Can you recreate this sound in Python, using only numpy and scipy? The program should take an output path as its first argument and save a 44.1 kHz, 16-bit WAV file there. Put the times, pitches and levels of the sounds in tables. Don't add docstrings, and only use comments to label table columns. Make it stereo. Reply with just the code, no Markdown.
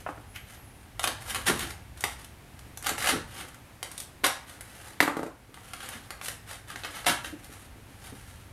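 import sys
import numpy as np
from scipy import signal
from scipy.fft import rfft, irfft
from scipy.io import wavfile
from scipy.ndimage import uniform_filter1d

SR = 44100
rng = np.random.default_rng(int(sys.argv[2]) if len(sys.argv) > 2 else 0)


def int16_out(signal):
    q = np.round(np.clip(np.atleast_2d(signal).T, -1, 1) * 32767)
    wavfile.write(sys.argv[1], SR, q.astype(np.int16))


N = 375732
T = np.arange(N) / SR


def amp(db):
    return 10 ** (np.asarray(db) / 20)


def evened(x):
    return x / np.sqrt(np.mean(x ** 2) + 1e-20)


def read(points, hz):
    f, value = np.transpose(points)
    return np.interp(np.log(hz + 1), np.log(f + 1), value)


def over_time(points):
    return amp(np.interp(T, *np.transpose(points)))


def add(track, s, sound):
    part = track[max(round(s * SR), 0):][:len(sound)]
    part += sound[:len(part)]


def shaped(x, points, share=1):
    size = x.shape[-1]
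    gain = amp(share * read(points, np.fft.rfftfreq(size, 1 / SR)))
    return irfft(rfft(x) * gain, size)


def response(points, size=2048):
    log_gain = np.log(amp(read(points, abs(np.fft.fftfreq(size, 1 / SR)))))
    taps = np.fft.ifft(np.exp(np.conj(signal.hilbert(log_gain)))).real
    return taps / np.linalg.norm(taps)


def ring(x, taps):
    return signal.oaconvolve(x, taps)[:N]


def wander(per_s):
    knots = np.arange(0, T[-1] + 1, 1 / per_s)
    return evened(np.interp(T, knots, rng.standard_normal(len(knots))))


def bursts(per_s, spread_db):
    at = np.flatnonzero(rng.random(N) < per_s / SR)
    size, sign = rng.random((len(at), 2)).T
    clicks = np.zeros(N)
    clicks[at] = amp(spread_db * np.minimum(-np.log(size), 4)) * np.sign(sign - .5)
    return evened(clicks)


def crack(crumble, crumble_s, size=600):
    force = crumble * rng.standard_normal(size) * np.exp(-np.arange(size) / SR / crumble_s)
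    force[0] = 1
    return force


# (frequency [Hz], side against middle [dB])
SPREAD_WIDTH = [(60, -16), (250, -8.5), (500, -7), (1000, -5.5), (2000, -2.5), (4000, 0.5), (8000, 0),
                (14000, 1)]


def spread(middle, side):
    side = shaped(side, SPREAD_WIDTH)
    return np.array([middle + side, middle - side])


# (frequency [Hz], relative density [dB per Hz])
AIR_COLOUR = [(20, -16), (55, 1), (110, 1.5), (160, -8.5), (280, -9.5), (430, -16), (600, -17),
              (780, -14.5), (1000, -19), (1700, -19.5), (2200, -20), (3000, -24.5), (5000, -30),
              (7500, -32), (10000, -29.5), (13000, -31.5), (16000, -43)]
# (time [s], level [dB])
RUMBLE_LEVEL = [(0, -49.5), (0.8, -52), (1.5, -45), (2.4, -53), (3.1, -47), (3.7, -55), (5.8, -53),
                (8.52, -50)]


def air(hiss_db=-53, split_hz=190, drift_db=0.53):
    noise = shaped(spread(*rng.standard_normal((2, N))), AIR_COLOUR)
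    low = signal.sosfiltfilt(signal.butter(3, split_hz, fs=SR, output="sos"), noise)
    rumble = evened(low) * over_time(RUMBLE_LEVEL)
    hiss = evened(noise - low) * amp(hiss_db + drift_db * wander(per_s=3))
    return rumble + hiss


# (frequency [Hz], level against the rumble before wavering [dB])
HUM_TONES = [(57, -28), (107, -14.5), (120, -16.5)]


def hum(waver_db=2):
    tones = np.zeros(N)
    for hz, db in HUM_TONES:
        level = amp(db + waver_db * wander(per_s=12))
        tones += level * np.sin(2 * np.pi * hz * T + wander(per_s=17))
    return over_time(RUMBLE_LEVEL) * tones


# (start [s], length [s], level before the rasp and fizz trims [dB])
BRUSH_MOVES = [(0, .025, -54), (.07, .05, -57), (0.469, 0.09, -50.5), (1.196, 0.27, -46),
               (1.545, 0.14, -40.5), (1.962, 0.19, -47.5), (2.178, 0.093, -53), (3.267, 0.23, -52.5),
               (3.83, 0.21, -52.5), (4.46, 0.13, -57), (4.645, 0.3, -51.5), (5.536, 0.55, -53),
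               (6.72, 0.12, -56), (6.876, 0.19, -49), (7.377, 0.29, -55), (7.88, 0.6, -56.5),
               (8.047, 0.045, -50.5)]


def brushing(resting_db=-68, speed_power=0.41, grip_db=2.2):
    level = np.full(N, amp(resting_db))
    for s, length_s, db in BRUSH_MOVES:
        speed = abs(np.sin(np.pi * np.arange(0, length_s, 1 / SR) / length_s))
        add(level, s, amp(db) * speed ** speed_power)
    grip = amp(grip_db * wander(per_s=60))
    return level * evened(bursts(per_s=1800, spread_db=4.5) * grip)


def contact(length_s):
    padded_s = length_s + 2 / SR
    push = np.sin(np.pi * np.arange(1 / SR, padded_s, 1 / SR) / padded_s) ** 2
    return push / push.sum()


def chatter(per_s=700, strength=0.6, settle_s=.006, size=1400):
    chance, height = rng.random((2, size))
    fade = np.exp(-np.arange(size) / SR / settle_s)
    hits = 2 * strength * (chance < per_s / SR) * (2 * height - 1) * fade
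    hits[0] = 1
    return hits


# (time [s], thud [dB], clack [dB], ring of the handle [dB], tick of the blade [dB]), all before trims
KNIFE_KNOCKS = [(0.062, -50, -28, -62, -70), (0.087, -41, -31, -43, -66), (0.177, -49, -45, -49, -70),
                (1.496, -30, -25.5, -36, -45), (2.038, -43.5, -27, -16.5, -56),
                (3.134, -31.5, -37, -38, -55), (5.003, -23.5, -16, -5.5, -22.5),
                (5.024, -23, -18, -40, -26), (5.076, -23.5, -17.5, -29, -38), (5.166, -25, -24.5, -43, -42),
                (5.191, -27, -34, -31, -46.5), (5.229, -28, -29.5, -36, -44), (5.262, -34, -40, -37, -49.5),
                (5.573, -74, -42, -36.5, -63)]
# (time [s], thud of the top before its trim [dB], shudder of the frame [dB])
BENCH_THUMPS = [(1.491, -39, -31), (3.125, -37, -34.5), (3.158, -36.5, -45), (4.236, -37.5, -53),
                (5.004, -31, -43), (5.11, -33, -55), (5.206, -37, -52), (5.492, -51, -69),
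                (7.087, -42, -46), (7.327, -43, -60), (7.495, -50, -66), (7.759, -50.5, -63),
                (8.123, -48.5, -52)]
# (frequency [Hz], gain [dB])
THUD_COLOUR = [(40, -32), (100, -21), (160, -8.5), (220, -7), (290, 0.5), (400, -6.5), (600, -12),
               (1200, -19.5), (4000, -76), (16000, -90)]
# (frequency [Hz], gain [dB])
CLACK_COLOUR = [(100, -24), (400, -14.5), (620, -5.5), (820, -3), (1000, -3.5), (1300, -4), (1800, -15),
                (3000, -14), (9000, -47), (16000, -78)]
# (frequency [Hz], gain [dB])
HANDLE_COLOUR = [(200, -31), (1000, -15), (1550, -8.5), (1950, 3.5), (2250, -2), (2700, -20), (3600, -13),
                 (5500, -19.5), (10000, -26), (13000, -29), (16000, -67)]


def knocks(thud_db=25.5, clack_db=21.0, handle_db=20.0, size=2048):
    lags_s = (.003, .002, .001)
    hardest_db, soft_s, thump_s = -3.5, 0.00044, 0.0014
    top_hz, top_t60, top_db = 292, 0.13, -36
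    blows, t = np.zeros((3, N)), np.arange(size) / SR
    for s, *parts_db, _ in KNIFE_KNOCKS:
        hardness = amp(min(max(parts_db) - hardest_db, 0))
        push = contact(soft_s * (1 - hardness))
        rattle = np.convolve(push, chatter())
        for blow, db, lag_s, force in zip(blows, parts_db, lags_s, (push, rattle, push)):
            add(blow, s + lag_s, amp(db) * force)
    for s, db, _ in BENCH_THUMPS:
        thump = np.convolve(contact(thump_s), chatter(per_s=500, strength=0.52, settle_s=0.017))
        add(blows[0], s, amp(db) * thump)
    top = amp(top_db - 60 * t / top_t60) * np.cos(2 * np.pi * top_hz * t)
    bodies = response(THUD_COLOUR, size=size) + top, response(CLACK_COLOUR), response(HANDLE_COLOUR)
    trims_db = thud_db, clack_db, handle_db
    return [amp(db) * ring(blow, body) for blow, body, db in zip(blows, bodies, trims_db)]


def blade_ticks(level_db=15, lag_s=0.0017):
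    # (frequency [Hz], gain [dB])
    colour = [(300, -28), (1500, 3), (3500, 3.5), (6000, -3), (9000, 0), (12500, -1.5), (16000, -25)]
    force = np.zeros(N)
    for s, *_, db in KNIFE_KNOCKS:
        add(force, s + lag_s, amp(level_db + db) * crack(crumble=.25, crumble_s=0.0073))
    return ring(force, response(colour))


# (time [s], frequency before its flutter [Hz], level before its trim [dB])
WHISTLE_GLIDE = [(0.24, 9300, -79), (0.31, 10400, -60), (0.44, 11700, -65), (0.52, 12500, -75),
                 (0.58, 11500, -63), (0.63, 11400, -61), (0.70, 9950, -62), (0.78, 9700, -68),
                 (0.86, 8500, -70)]


def whistle(level_db=3, flutter=0.00097):
    s, hz, db = np.transpose(WHISTLE_GLIDE)
    pitch = np.interp(T, s, hz) * (1 + flutter * wander(per_s=100))
    turns = np.cumsum(pitch) / SR
    level = amp(level_db + np.interp(T, s, db, left=-150, right=-150))
    return level * np.sin(2 * np.pi * turns)


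def scrape(level_db=-39, middle_s=.361, swell_s=0.0082):
    # (frequency [Hz], gain [dB])
    colour = [(500, -20), (1700, -4), (2200, 3), (3100, -4.5), (4200, -15), (8000, -17), (12000, -15), (16000, -27)]
    level = amp(level_db) * np.exp(-abs(T - middle_s) / swell_s)
    return ring(level * bursts(per_s=5700, spread_db=5.0), response(colour))


# (time before a small lag [s], rasp before its trim [dB], fizz before its trim [dB])
WALL_SNAPS = [(0.994, -28.5, -28), (1.032, -36, -29), (1.04, -18.5, -22), (1.074, -21.5, -24.5),
              (1.346, -26.5, -30), (1.593, -34, -28.5), (2.007, -40, -32.5), (2.039, -24, -23),
              (2.245, -52, -41), (2.591, -49.5, -43.5), (2.773, -42.5, -34), (2.825, -42, -36.5),
              (2.844, -38, -37), (2.862, -40, -31), (2.867, -25, -21), (2.892, -25, -23), (2.98, -30, -37),
              (3.093, -21.5, -31), (3.544, -48, -46), (3.828, -31, -28), (3.915, -49, -38.5),
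              (3.978, -41, -31), (4.001, -47, -29.5), (4.241, -20, -24), (4.265, -24.5, -21),
              (4.608, -40.5, -36.5), (5.542, -41.5, -43), (5.734, -31, -35), (5.804, -36.5, -47),
              (5.888, -36, -33.5), (6.105, -33.5, -37.5), (6.213, -37, -45), (6.258, -37, -35),
              (6.283, -32, -26.5), (6.682, -49, -46), (6.758, -34.5, -44), (6.835, -35, -52),
              (6.847, -31.5, -51), (7.045, -37, -55), (7.065, -23, -39), (7.245, -36, -48),
              (7.444, -59, -41.5)]


def snaps(rasp_db=18, fizz_db=15, lag_s=.001):
    forces = np.zeros((2, N))
    for s, *parts_db in WALL_SNAPS:
        snap = crack(crumble=0.14, crumble_s=0.0023)
        for force, db in zip(forces, parts_db):
            add(force, s + lag_s, amp(db) * snap)
    return forces * amp([[rasp_db], [fizz_db]])


# (start [s], swell [s], release [s], rasp of the block [dB], fizz of its cells [dB], push on the bench [dB]),
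# levels before trims
FOAM_STROKES = [(1.0, 0.032, 0.092, -47, -43, -38), (1.27, 0.033, 0.027, -35.5, -35, -50),
                (1.345, 0.0095, 0.023, -31, -36, -41), (1.457, 0.016, 0.051, -23.5, -25.5, -24.5),
                (1.59, 0.022, .05, -36, -41, -40.5), (1.685, 0.018, 0.026, -41, -43.5, -55),
                (2.835, 0.04, 0.054, -32.5, -40, -36.5), (2.974, 0.0062, 0.074, -38.5, -39, -59),
                (3.005, 0.082, 0.055, -25, -29, -33.5), (3.31, 0.1, 0.028, -41, -44.5, -44.5),
                (4.236, 0.0084, 0.03, -21, -27, -46), (5.785, 0.041, 0.12, -43, -47, -68),
                (5.909, 0.019, 0.072, -44, -51, -46), (6.219, 0.018, 0.12, -47, -40, -67),
                (6.464, 0.037, 0.096, -43.5, -45.5, -71), (6.675, 0.027, 0.047, -42.5, -49, -45.5),
                (6.832, .01, 0.063, -41, -48, -49), (6.9, 0.054, 0.088, -43.5, -52, -69),
                (7.06, 0.0058, 0.077, -23.5, -27, -32.5), (7.236, .008, 0.079, -42, -45, -45)]


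def strokes(rasp_db=-1.5, fizz_db=-3.0, push_db=-5, clump_db=4.0):
    grow_db, die_db = 13.5, 24.5
    lags_s = (0, 0, 0.022)
    cells = bursts(per_s=6000, spread_db=3.0) * amp(clump_db * wander(per_s=600))
    cells /= np.sqrt(uniform_filter1d(cells ** 2, size=900) + 1e-9)
    levels = np.zeros((3, N))
    for s, swell_s, release_s, *parts_db in FOAM_STROKES:
        t = np.arange(0, swell_s + release_s, 1 / SR)
        swell_db = grow_db * (t / swell_s - 1)
        release_db = -die_db * ((t - swell_s) / release_s) ** 2
        effort_db = np.where(t < swell_s, swell_db, release_db)
        for level, db, lag_s in zip(levels, parts_db, lags_s):
            add(level, s + lag_s, amp(db + effort_db))
    return cells * levels * amp([[rasp_db], [fizz_db], [push_db]])


# (frequency [Hz], width [Hz], relative level [dB])
BLOCK_MODES = [(790, 100, -29), (973, 7.3, -0.5), (1260, 12, -13), (1382, 32, 11.5), (1693, 16, 8.5),
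               (2280, 74, 3)]


def block_ring(size=2048):
    t = np.arange(size) / SR
    modes = np.zeros(size)
    for hz, width_hz, db in BLOCK_MODES:
        modes += amp(db) * np.exp(-np.pi * width_hz * t) * np.sin(2 * np.pi * hz * t)
    return modes / np.linalg.norm(modes)


# (frequency [Hz], gain [dB])
RASP_COLOUR = [(100, -18.5), (400, -11), (550, -2.5), (750, -1.5), (1000, -4.5), (1400, -0.5), (1900, 0),
               (2500, -5), (3000, -2.5), (4000, -8), (5500, -14), (8000, -17.5), (16000, -50.5)]
# (frequency [Hz], gain [dB])
FIZZ_COLOUR = [(300, -38.5), (1500, -9), (3500, 1), (5000, -2), (6800, -1.5), (7500, -2), (8300, 2.5),
               (10500, 2.5), (12500, -2.5), (14500, -9.5), (16000, -62.5)]
# (time [s], level [dB])
HAND_PRESS = [(0, -30), (4.0, -22), (4.25, -16), (5.5, -32), (6.9, -14.5), (7.07, -2), (7.2, -32),
              (7.4, -19), (8.52, -29)]


def foam(brush_rasp_db=-4, brush_fizz_db=-6, thud_db=-0.5):
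    cut_rasp, cut_fizz, push = strokes()
    snap_rasp, snap_fizz = snaps()
    brush = brushing()
    rasp_force = cut_rasp + snap_rasp + amp(brush_rasp_db) * brush
    fizz_force = cut_fizz + snap_fizz + amp(brush_fizz_db) * brush
    rasp = ring(rasp_force, response(RASP_COLOUR))
    ringing = ring(rasp_force * over_time(HAND_PRESS), block_ring())
    fizz = ring(fizz_force, response(FIZZ_COLOUR))
    thud = amp(thud_db) * ring(push, response(THUD_COLOUR))
    return rasp + ringing + fizz + thud


# (frequency [Hz], relative level [dB], time to fall 60 dB [s])
FRAME_MODES = [(111.3, -8, 0.41), (158.5, -3, 0.42), (224, -1.5, 0.46), (265, 0, 0.28)]


def shudders(rise_s=0.0047, size=22000):
    t, out = np.arange(size) / SR, np.zeros(N)
    swing = sum(amp(db - 60 * t / t60) * np.sin(2 * np.pi * hz * t) for hz, db, t60 in FRAME_MODES)
    swing = swing * (1 - np.exp(-t / rise_s))
    for s, _, db in BENCH_THUMPS:
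        add(out, s, amp(db) * swing)
    return out


def mirrored(x, strength=0.71, delay_s=.0027, corner_hz=700, shift=0.071):
    treble = signal.sosfilt(signal.butter(1, corner_hz, "high", fs=SR, output="sos"), x)
    at = np.arange(N) - np.round(SR * delay_s * (1 + shift * wander(per_s=40)))
    return x + strength * np.interp(at, np.arange(N), treble, left=0)


# (frequency [Hz], time to fall 60 dB [s])
ROOM_DECAY = [(150, 0.19), (400, 0.2759), (1000, 0.4369), (1800, 0.3926), (3000, 0.35), (8000, 0.3427),
              (15000, 0.21)]


def room(x, build_s=0.0013, cycle_hz=0.4386, size=24576):
    taps = rng.standard_normal((2, 2, size)) * (rng.random((2, 2, size)) < .15)
    hz, t, z = signal.stft(taps, SR, nperseg=256)
    decay = amp(-60 * t / read(ROOM_DECAY, hz)[:, None])
    tails = signal.istft(z * decay, SR, nperseg=256)[1]
    tails = tails * (1 - np.exp(-np.arange(tails.shape[-1]) / SR / build_s))
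    turn = 2 * np.pi * cycle_hz * T
    wet = np.zeros((2, N))
    for share, tail in zip((np.cos(turn), np.sin(turn)), tails):
        pair = spread(*tail / np.linalg.norm(tail[0]))
        wet += signal.oaconvolve((x * share)[None], pair, axes=1)[:, :N]
    return wet


def scene(foam_wet_db=-1.0, bench_wet_db=-3, handle_wet_db=-7.0, whistle_wet_db=-9):
    cutting, tone = foam() + scrape() + blade_ticks(), whistle()
    thud, clack, handle = knocks()
    sent = amp(foam_wet_db) * cutting + amp(bench_wet_db) * (thud + clack)
    sent += amp(handle_wet_db) * handle + amp(whistle_wet_db) * tone
    direct = mirrored(cutting + clack) + thud + handle + tone + shudders()
    return direct + room(sent) + air() + hum()


def gain_control(x, threshold_db=-17, share=0.54, recover_db_per_s=9, attack_s=0.0049):
    power_db = 10 * np.log10(abs(uniform_filter1d((x ** 2).mean(0), size=200)) + 1e-12)
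    recovery = recover_db_per_s * T
    held_db = np.maximum.accumulate(power_db + recovery) - recovery
    over_db = np.maximum(held_db - threshold_db, 0)
    keep = np.exp(-1 / (attack_s * SR))
    return x * amp(-share * signal.lfilter([1 - keep], [1, -keep], over_db))


# (frequency [Hz], left minus right [dB])
MICROPHONE_BIAS = [(60, 0.5), (500, 1.3), (1000, 1.2), (2000, 1), (8000, -0.6), (13000, 0.3)]


def record(dry, ceiling=.8, edge_hz=15900):
    pair = np.array([shaped(dry[0], MICROPHONE_BIAS, .5), shaped(dry[1], MICROPHONE_BIAS, -.5)])
    pair = ceiling * np.tanh(gain_control(pair) / ceiling)
    low_pass = signal.firwin(255, edge_hz, window=("kaiser", 9), fs=SR)
    return signal.oaconvolve(pair, low_pass[None], "same")


dry = scene()
out = record(dry)
int16_out(out)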